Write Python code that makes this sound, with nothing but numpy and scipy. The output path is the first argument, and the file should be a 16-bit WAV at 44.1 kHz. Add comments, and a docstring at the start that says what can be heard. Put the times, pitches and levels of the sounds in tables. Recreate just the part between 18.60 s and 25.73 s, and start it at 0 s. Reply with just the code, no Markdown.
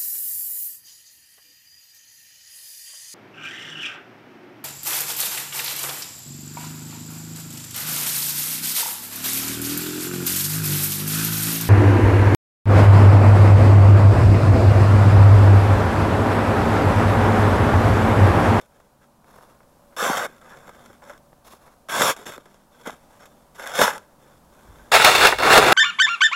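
"""A light scrape and a small snap: a few steps away, a shovel starts on packed snow, scoop after scoop.
Each thrust fractures icy grains, whose impulses excite the resonances of the blade; the load is
levered loose, thrown, and lands softly. At the end flung snow strikes the microphone's housing and
overloads it. Under it all lie a faint outdoor hush and the hum of a far machine."""
import sys
import numpy as np
from scipy import signal
from scipy.fft import rfft, irfft
from scipy.io import wavfile
from scipy.ndimage import uniform_filter1d

SR = 44100
rng = np.random.default_rng(int(sys.argv[2]) if len(sys.argv) > 2 else 0)


def master_out(mix):
    """Clip the mix to full scale and print it as 16-bit PCM to the path in sys.argv[1]."""
    frames = np.transpose(np.atleast_2d(mix))
    ceiling = np.clip(frames, -1, 1)
    pcm = np.round(ceiling * 32767).astype(np.int16)
    wavfile.write(sys.argv[1], SR, pcm)


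N = 314433
TIME = np.arange(N) / SR
HZ = np.fft.rfftfreq(4096, 1 / SR)

# Crunch is the middle band; bass and fizz, the bands below and above, are always given relative to it.
# light contact as the load is levered, dragged and slid off:
# (start [s], length [s], relative crunch [dB], bass [dB], fizz [dB])
SCRAPES = [(-.03, 0.095, -56.5, -0.5, -5), (0.078, 0.25, -64.5, 2.5, -5), (0.408, 0.056, -56, -8.5, -10),
           (1.627, 0.18, -51, -3.5, -8.5), (1.804, 0.28, -46, -7.5, -11), (2.015, 0.39, -51, -5.5, -9),
           (2.414, 0.17, -46.5, -6.5, -11), (3.562, 0.085, -42, -6, -5.5), (3.654, 0.068, -36.5, -4, -3),
           (3.703, 0.067, -41, -12, -4), (3.744, 0.09, -55, 3, -6), (3.816, 0.24, -61, -4, -4.5),
           (4.106, 0.31, -54, -4.5, -4), (4.253, 0.054, -33, -14, -10), (4.292, 0.066, -47.5, -1, -5.5),
           (4.342, .58, -64.5, 1, -2.5), (4.498, 0.097, -54, -20, -9.5), (4.591, 0.092, -48.5, -7, -8.5),
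           (4.944, 0.1, -48, -3.5, -1), (4.972, 0.34, -34, -18, -8.5), (5.307, 0.073, -33, -13, -8),
           (5.326, 0.13, -54, -2, -6), (5.587, 0.21, -56.5, -2, -7), (5.904, 0.57, -54, -1.5, -9)]
# resonances of the microphone's housing: (frequency [Hz], width [Hz], lift [dB])
HOUSING = [(476, 34, 0.5), (782, 330, 7), (1303, 66.5, 0.5), (2194, 60, 6.5), (2430, 190, 3.5),
           (2742, 320, 10), (3550, 640, 9.5), (4280, 170, 5.5), (5430, 370, 4.5), (6420, 540, 5),
           (7400, 810, 4), (10840, 370, 5.5), (12000, 1000, 3.5), (14600, 1000, 5.5)]


def shovel():
    """Forced vibration: snow fracturing against the blade excites its resonances."""
    # spectrum of crushed snow: (frequency [Hz], relative level [dB])
    crush = [(20, -45.5), (55, -21), (100, -14), (200, -6), (330, -7.5), (750, 5), (1300, 6.5), (2200, -14),
             (4300, -29), (6500, -15.5), (8300, -32), (10000, -32.5), (12500, -23), (14000, -33.5)]
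    # resonances of the blade: (frequency [Hz], width [Hz], lift [dB])
    blade_modes = [(527, 197, 8.5), (1070, 91, -1), (1610, 323, 9), (2012, 190, 9), (2213, 200, 10),
                   (2560, 324, 7.5), (3224, 630, 11), (3634, 465, 14), (4020, 120, 5.5), (4270, 200, 11),
                   (4585, 240, 10.5), (5384, 470, 11), (6050, 240, 2.5), (7440, 900, 11.5), (7900, 160, 4),
                   (8580, 550, 14), (9390, 710, 12.5), (10330, 230, 15.5), (10820, 580, 4.5),
                   (11350, 1100, 10.5), (14030, 410, 3), (15210, 1100, 8)]
    # the blade driven into the bank: (start [s], push [s], ease [s], stop [s], relative peak [dB],
    # relative stall [dB], bass [dB], fizz at the peak [dB], fizz at the stall [dB])
    thrusts = [(1.365, 0.084, 0.21, 0.026, -22, -24.5, -16, -4.5, -10.5),
               (3.286, 0.14, 0.083, 0.048, -19, -19.5, -11.5, -2, -1),
               (5.135, 0.087, 0.08, 0.055, -11.5, -23.5, -16, -7, -7)]
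    # crust snapping on the blade: (time [s], peak [dB], bass [dB], fizz [dB], t60 [s])
    snaps = [(.013, -44, -8.5, 6, 0.029), (1.031, -49, -15, -8, .03), (1.365, -30, -26, -21, .028),
             (1.377, -35, -6, 0, 0.22), (1.423, -15.5, 4, -4, 0.034), (1.462, -17, -6, -27, 0.036),
             (1.497, -14, 4, -18, 0.015), (1.57, -13, -14.5, -3, 0.091), (2.078, -32.5, -3, -12, 0.038),
             (2.092, -31, -7, -12, 0.029), (2.259, -35.5, -10, -4, 0.025), (2.298, -40, -1, -26, 0.081),
             (2.421, -39.5, -23, -21, 0.086), (2.496, -29.5, -19, -13, 0.089), (3.296, -24, -14, 4, 0.048),
             (3.409, -5, -7, -11, 0.012), (3.418, -5, -21, -4, 0.059), (3.564, -30.5, -11, -2, .045),
             (3.663, -35, -19, 4, 0.03), (3.779, -30.5, -2, -11, 0.01), (3.856, -40, 1, -7, 0.056),
             (3.943, -42, 0.5, -3, 0.031), (4.272, -20, 3.5, -5, 0.044), (4.296, -23, -10, -21, 0.017),
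             (4.657, -38, -18.5, 7, 0.036), (4.995, -25.5, -14, -10, 0.051), (5.066, -23, -30, -7, 0.023),
             (5.074, -19, -16, 10, 0.0045), (5.153, -16, -14, 3, .035), (5.189, -7, -8, -11, 0.06),
             (5.214, 0.5, -28, -9.5, 0.038), (5.279, -6, -26, -26, 0.019)]
    blade = colour(crush, blade_modes)
    body = registers(blade)
    digs = [thrust(*row) for row in thrusts]
    drags = [swell(*row, roundness=0.62, skew=0.75) for row in SCRAPES]
    grind = grains(digs, body, per_s=14000, lumps_per_s=1600, spread_db=1.5,
                   slip_db=0.86, slip_hz=220, surge_db=0.04)
    scrape = grains(drags, body, per_s=7000, lumps_per_s=1500, spread_db=3.2,
                    slip_db=0.5, slip_hz=220, surge_db=1.26)
    low_cut = 1 + (170 / (HZ + 1)) ** 3  # a single lump is too small to push deep bass
    cracks = knocks(snaps + crumbs(), registers(blade / low_cut))
    return gain_of(-2.0) * drifting(grind + scrape, patchy_db=2.5) + cracks


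def thrust(start, push_s, ease_s, stop_s, peak_db, stall_db, bass_db, peak_fizz_db, stall_fizz_db):
    """Loading and release: the level of a thrust builds with the push and falls as the blade stalls."""
    peak_s = start + push_s
    light_bass_db = bass_db - 3  # few big lumps break before and after the hardest push
    bite_fizz_db = -3.5  # the edge still cuts loose crystals
    return [(start, -34.5, light_bass_db, bite_fizz_db),  # bite
            (start + min(0.033, push_s), -26.5, light_bass_db, bite_fizz_db),  # grip
            (peak_s, peak_db, bass_db, peak_fizz_db),
            (peak_s + ease_s, stall_db, light_bass_db, stall_fizz_db),
            (peak_s + ease_s + stop_s, -56, light_bass_db, stall_fizz_db)]


def swell(start, length, db, bass_db, fizz_db, roundness, skew):
    """Amplitude envelope of a soft contact: one arch, peaking early if skew is under 1."""
    progress = np.linspace(0, 1, 31)
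    arch_db = 20 * np.log10(abs(np.sin(np.pi * progress ** skew)) + 1e-2)
    return [(start + u * length, db + roundness * a, bass_db, fizz_db) for u, a in zip(progress, arch_db)]


def crumbs(per_s=24, lift_db=3, bass_db=-15, fizz_db=-2.5, t60=0.019):
    """Brittle fracture: ice crumbs tick at random during the scrapes, louder in a harder one."""
    times = rng.uniform(0, N / SR, round(per_s * N / SR))
    return [(s, db + lift_db, bass_db, fizz_db, t60)
            for s in times for start, length, db, *_ in SCRAPES if start < s < start + length]


def shower():
    """Impact excitation: flung powder and lumps ring the housing right at the microphone."""
    # spectrum of snow on the housing: (frequency [Hz], relative level [dB])
    patter = [(40, -26.5), (130, -12), (250, -13), (430, 1.5), (800, -2), (1400, 5), (2000, -2),
              (3100, -18), (4500, -14), (6000, -23), (10000, -23), (14000, -33.5), (16000, -30)]
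    # sheets of powder: (start [s], rise [s], hold [s], fall [s], crunch [dB], bass [dB], fizz [dB])
    sheets = [(6.316, 0.0055, 0.36, 0.1, -17, -15, -1), (6.782, 0.08, .28, .05, -14, -8.5, -7.5)]
    # denser clumps bursting within the sheets: (start [s], length [s], crunch [dB])
    clumps = [(6.329, 0.052, -8.5), (6.438, 0.071, -11.5), (6.599, .1, -13), (6.896, .105, -10)]
    # lumps striking the housing: (time [s], peak [dB], fizz [dB], t60 [s])
    pelts = [(6.318, -6, -7, 0.016), (6.354, -2.5, 19, 0.022), (6.399, -5, -21, .025),
             (6.446, 6, 0.5, 0.048), (6.651, 3.5, -13, 0.014), (6.67, -0.5, 8, 0.015),
             (6.723, -5, -29, 0.068), (6.786, -12, -3.5, 0.026), (6.834, -3.5, -8, 0.015),
             (6.977, 7, -4, 0.063), (7.122, 2.5, -3.5, 0.054)]
    housing = registers(colour(patter, HOUSING))
    flurries = [sheet(*row) for row in sheets]
    flurries += [swell(*row, bass_db=-18.5, fizz_db=-4.5, roundness=0.7, skew=0.97) for row in clumps]
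    powder = grains(flurries, housing, per_s=14000, lumps_per_s=1100, spread_db=2.0,
                    slip_db=0.4, slip_hz=240, surge_db=1.24, thinning=0.48)
    lump_bass_db = -14
    lumps = [(s, db, lump_bass_db, fizz_db, t60) for s, db, fizz_db, t60 in pelts]
    return drifting(powder, patchy_db=1.5) + knocks(lumps, housing)


def sheet(start, rise_s, hold_s, fall_s, db, bass_db, fizz_db):
    """Amplitude envelope of a sheet of powder: it arrives, pours evenly and thins out."""
    times = start + np.cumsum([0, rise_s, hold_s, fall_s])
    return [(s, db + step_db, bass_db, fizz_db) for s, step_db in zip(times, [-14, 0, 0, -24.5])]


def landing():
    """Damped impacts: crumbs patter and clods thud on snow, coloured by the microphone's housing."""
    # spectrum of snow falling on snow: (frequency [Hz], relative level [dB])
    fall = [(40, -6.5), (300, -7), (520, 2.5), (800, -5), (1100, 4), (1400, -0.5), (2000, -9), (2800, -23),
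            (3500, -20), (4300, -19.5), (5200, -16), (8000, -21.5), (11000, -16.5), (14000, -26),
            (16000, -23)]
    # thrown snow coming down: (start [s], length [s], crunch [dB], bass [dB], fizz [dB])
    landings = [(0.641, 0.34, -54, -7.5, -8), (2.841, 0.14, -50, -9, -2), (2.966, .21, -56.5, -11, -8.5)]
    # clods and boots on the snow: (time [s], peak [dB], bass [dB], fizz [dB], t60 [s])
    thuds = [(.2, -43, -14, -14, .025), (.643, -40.5, -12, -14, 0.014), (.682, -44, -16, -14, 0.018),
             (.785, -39.5, -7, -20, 0.024), (.809, -38.5, -13, -15, .03), (1.005, -41.5, -12, -20, 0.021),
             (1.324, -46, -10, -22, .1), (2.73, -38.5, -5, -23, 0.0084), (2.934, -36.5, -4, -22, 0.027),
             (3.077, -41, -16, -17, .04)]
    lawn = registers(colour(fall, HOUSING))
    loads = [swell(*row, roundness=0.84, skew=0.75) for row in landings]
    patter = grains(loads, lawn, per_s=9000, lumps_per_s=600, spread_db=2.0,
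                    slip_db=0.5, slip_hz=160, surge_db=3.0, surge_hz=39.8)
    return patter + knocks(thuds, lawn)


def grains(contacts, body, per_s, lumps_per_s, spread_db, slip_db, slip_hz, surge_db,
           surge_hz=40, thinning=0.3):
    """Shot noise: countless tiny fractures, bunched by stick and slip, ring a body."""
    levels = np.zeros((3, N))
    for contact in contacts:
        s, crunch_db, bass_db, fizz_db = np.transpose(contact)
        during = (TIME >= s[0]) & (TIME <= s[-1])
        for level, db in zip(levels, (crunch_db + bass_db, crunch_db, crunch_db + fizz_db)):
            level[during] = np.hypot(level[during], gain_of(np.interp(TIME[during], s, db)))  # powers add
    busy = (levels[1] / levels[1].max() + 1e-4) ** thinning  # light contact breaks fewer grains
    bunching = evened(gain_of(slip_db * wander(slip_hz) + surge_db * wander(surge_hz)))
    chance, out = rng.random(N), np.zeros(N)
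    for level, response, rate in zip(levels, body, (lumps_per_s, per_s, per_s)):
        probability = np.minimum(rate * busy / SR, 1)
        size = evened(gain_of(spread_db * np.minimum(rng.exponential(1, N), 4)))
        polarity = rng.choice([-1, 1], N)
        clicks = (chance < probability) * size * polarity / np.sqrt(probability)
        out += signal.oaconvolve(level * bunching * clicks, response)[:N]
    return out


def knocks(rows, body):
    """Exponential decay: each lump gives way in a dying cascade of cracks that rings a body."""
    out, t = np.zeros(N), np.arange(SR // 6) / SR
    for s, peak_db, bass_db, fizz_db, t60 in rows:
        cascades = rng.standard_normal((3, len(t))) * np.exp(-np.log(1000) * t / t60)
        bands = [evened(signal.fftconvolve(c, response)) for c, response in zip(cascades, body)]
        sound = gain_of([bass_db, 0, fizz_db]) @ np.array(bands)
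        add(out, s, gain_of(peak_db) * sound / abs(sound).max())
    return out


def drifting(x, patchy_db, span_hz=170, span_s=0.075):
    """Variable loading: the snow shifts, so single resonances swell and sink during contact."""
    frame, hop = 1024, 256
    spectra = signal.stft(x, nperseg=frame, noverlap=frame - hop)[2]
    patches = rng.standard_normal(spectra.shape[::-1]).T
    patches = uniform_filter1d(patches, round(span_hz * frame / SR), axis=0)
    patches = uniform_filter1d(patches, round(span_s * SR / hop), axis=1)
    spectra *= evened(gain_of(patchy_db * evened(patches)))
    in_contact = abs(x) > 1e-9
    return in_contact * signal.istft(spectra, nperseg=frame, noverlap=frame - hop)[1][:N]


def colour(points, modes=()):
    """Frequency response: a broad spectrum lifted at each resonance."""
    f, db = np.transpose(points)
    broad_db = np.interp(np.log(HZ + 1), np.log(f), db)
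    lift_db = sum(lift * 2 ** -((2 * (HZ - hz) / width) ** 2) for hz, width, lift in modes)
    return gain_of(broad_db + lift_db)


def registers(gain, low_hz=380, high_hz=2500):
    """Band splitting: impulse responses to big lumps (bass), grains (crunch) and fine crystals (fizz)."""
    above_low, above_high = (1 / (1 + (hz / (HZ + 1)) ** 10) for hz in (low_hz, high_hz))
    power_shares = (1 - above_low, above_low * (1 - above_high), above_high)
    return [ring(gain * np.sqrt(share)) for share in power_shares]


def ring(gain):
    """Minimum phase: the causal impulse response of energy 1 with this spectral shape."""
    log_gain = np.log(np.maximum(gain / gain.max(), 1e-5))
    mirrored = np.r_[log_gain, log_gain[-2:0:-1]]
    spectrum = np.exp(np.conj(signal.hilbert(mirrored)))
    response = np.fft.ifft(spectrum).real[:len(HZ)]
    return response / np.linalg.norm(response)


def yard(x, t60=0.55, dull_hz=2200, build_s=0.022):
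    """Reverberation: trees and houses scatter the sound into a dull tail."""
    t = np.arange(SR) / SR
    tail = rng.standard_normal(SR) * np.exp(-np.log(1000) * t / t60) * (1 - np.exp(-t / build_s))
    tail = signal.sosfilt(signal.butter(1, dull_hz, fs=SR, output="sos"), tail)
    return signal.oaconvolve(x, tail / np.linalg.norm(tail))[:N]


def air(hush_db=-57, gust_band_hz=(35, 94.5)):
    """Ambient noise and turbulence: a slowly swelling hush and a low puff of wind."""
    # spectrum of the outdoor hush: (frequency [Hz], relative level [dB])
    hush_spectrum = [(60, 1.5), (100, -3.5), (160, -0.5), (235, -2.5), (330, -4.5), (420, -8.5),
                     (540, -2.5), (700, -4), (1000, -5.5), (1500, -13.5), (2000, -21.5), (3000, -23.5),
                     (12000, -23.5), (15600, -28)]
    # wind on the microphone: (time [s], level [dB])
    gust = [(5.9, -76), (6.051, -61), (6.121, -48), (6.3, -61), (6.6, -42), (6.85, -47), (7.0, -43),
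            (7.13, -45)]
    noise = rng.standard_normal(N + len(HZ) - 1)
    hush = evened(signal.fftconvolve(noise, ring(colour(hush_spectrum)), "valid"))
    gust_band = signal.butter(2, gust_band_hz, "band", fs=SR, output="sos")
    rumble = evened(signal.sosfilt(gust_band, rng.standard_normal(N)))
    s, db = np.transpose(gust)
    puff = gain_of(np.interp(TIME, s, db)) * (TIME > s[0])
    return gain_of(hush_db + 1.4 * wander(0.75)) * hush + puff * rumble


def hum(waver_hz=2.56, waver_db=3.5):
    """Amplitude and frequency modulation: the tones of a far machine waver on the way."""
    # tones of the machine: (frequency [Hz], mean rms level [dB])
    tones = [(142, -74), (201, -74), (237, -69.5), (576, -70.5)]
    out = np.zeros(N)
    for hz, db in tones:
        amplitude = np.sqrt(2) * gain_of(db + waver_db * wander(2.4))
        phase = 2 * np.pi * np.cumsum(hz + waver_hz * wander(2.8)) / SR
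        out += amplitude * np.sin(phase)
    return out


def wander(hz):
    """Low-pass noise: a random drift of rms 1 that rolls off above hz."""
    f = np.fft.rfftfreq(N, 1 / SR)
    return evened(irfft(rfft(rng.standard_normal(N)) / (1 + (f / hz) ** 4), N))


def gain_of(db):
    """Decibels to amplitude."""
    return 10 ** (np.asarray(db) / 20)


def evened(x):
    """Normalisation to rms 1."""
    return x / np.sqrt(np.mean(x ** 2) + 1e-20)


def add(mix, s, sound):
    """Superposition of a sound onto the mix at time s."""
    part = mix[max(round(s * SR), 0):][:len(sound)]
    part += sound[:len(part)]


def scene():
    """Superposition: the shovelling and its weak reverberation, the shower, the air and the hum."""
    work = shovel() + landing()
    return (work + gain_of(-37.0) * yard(work) + shower() + air() + hum())[None]


def record(dry, ceiling=0.77, edge_hz=15850):
    """Saturation flattens the loudest peaks; a low-pass filter then limits the band."""
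    limited = dry / (1 + (dry / ceiling) ** 6) ** (1 / 6)
    low_pass = signal.firwin(511, edge_hz, window=("kaiser", 9), fs=SR)
    return signal.oaconvolve(limited, low_pass[None], "same")


dry = scene()
out = record(dry)
master_out(out)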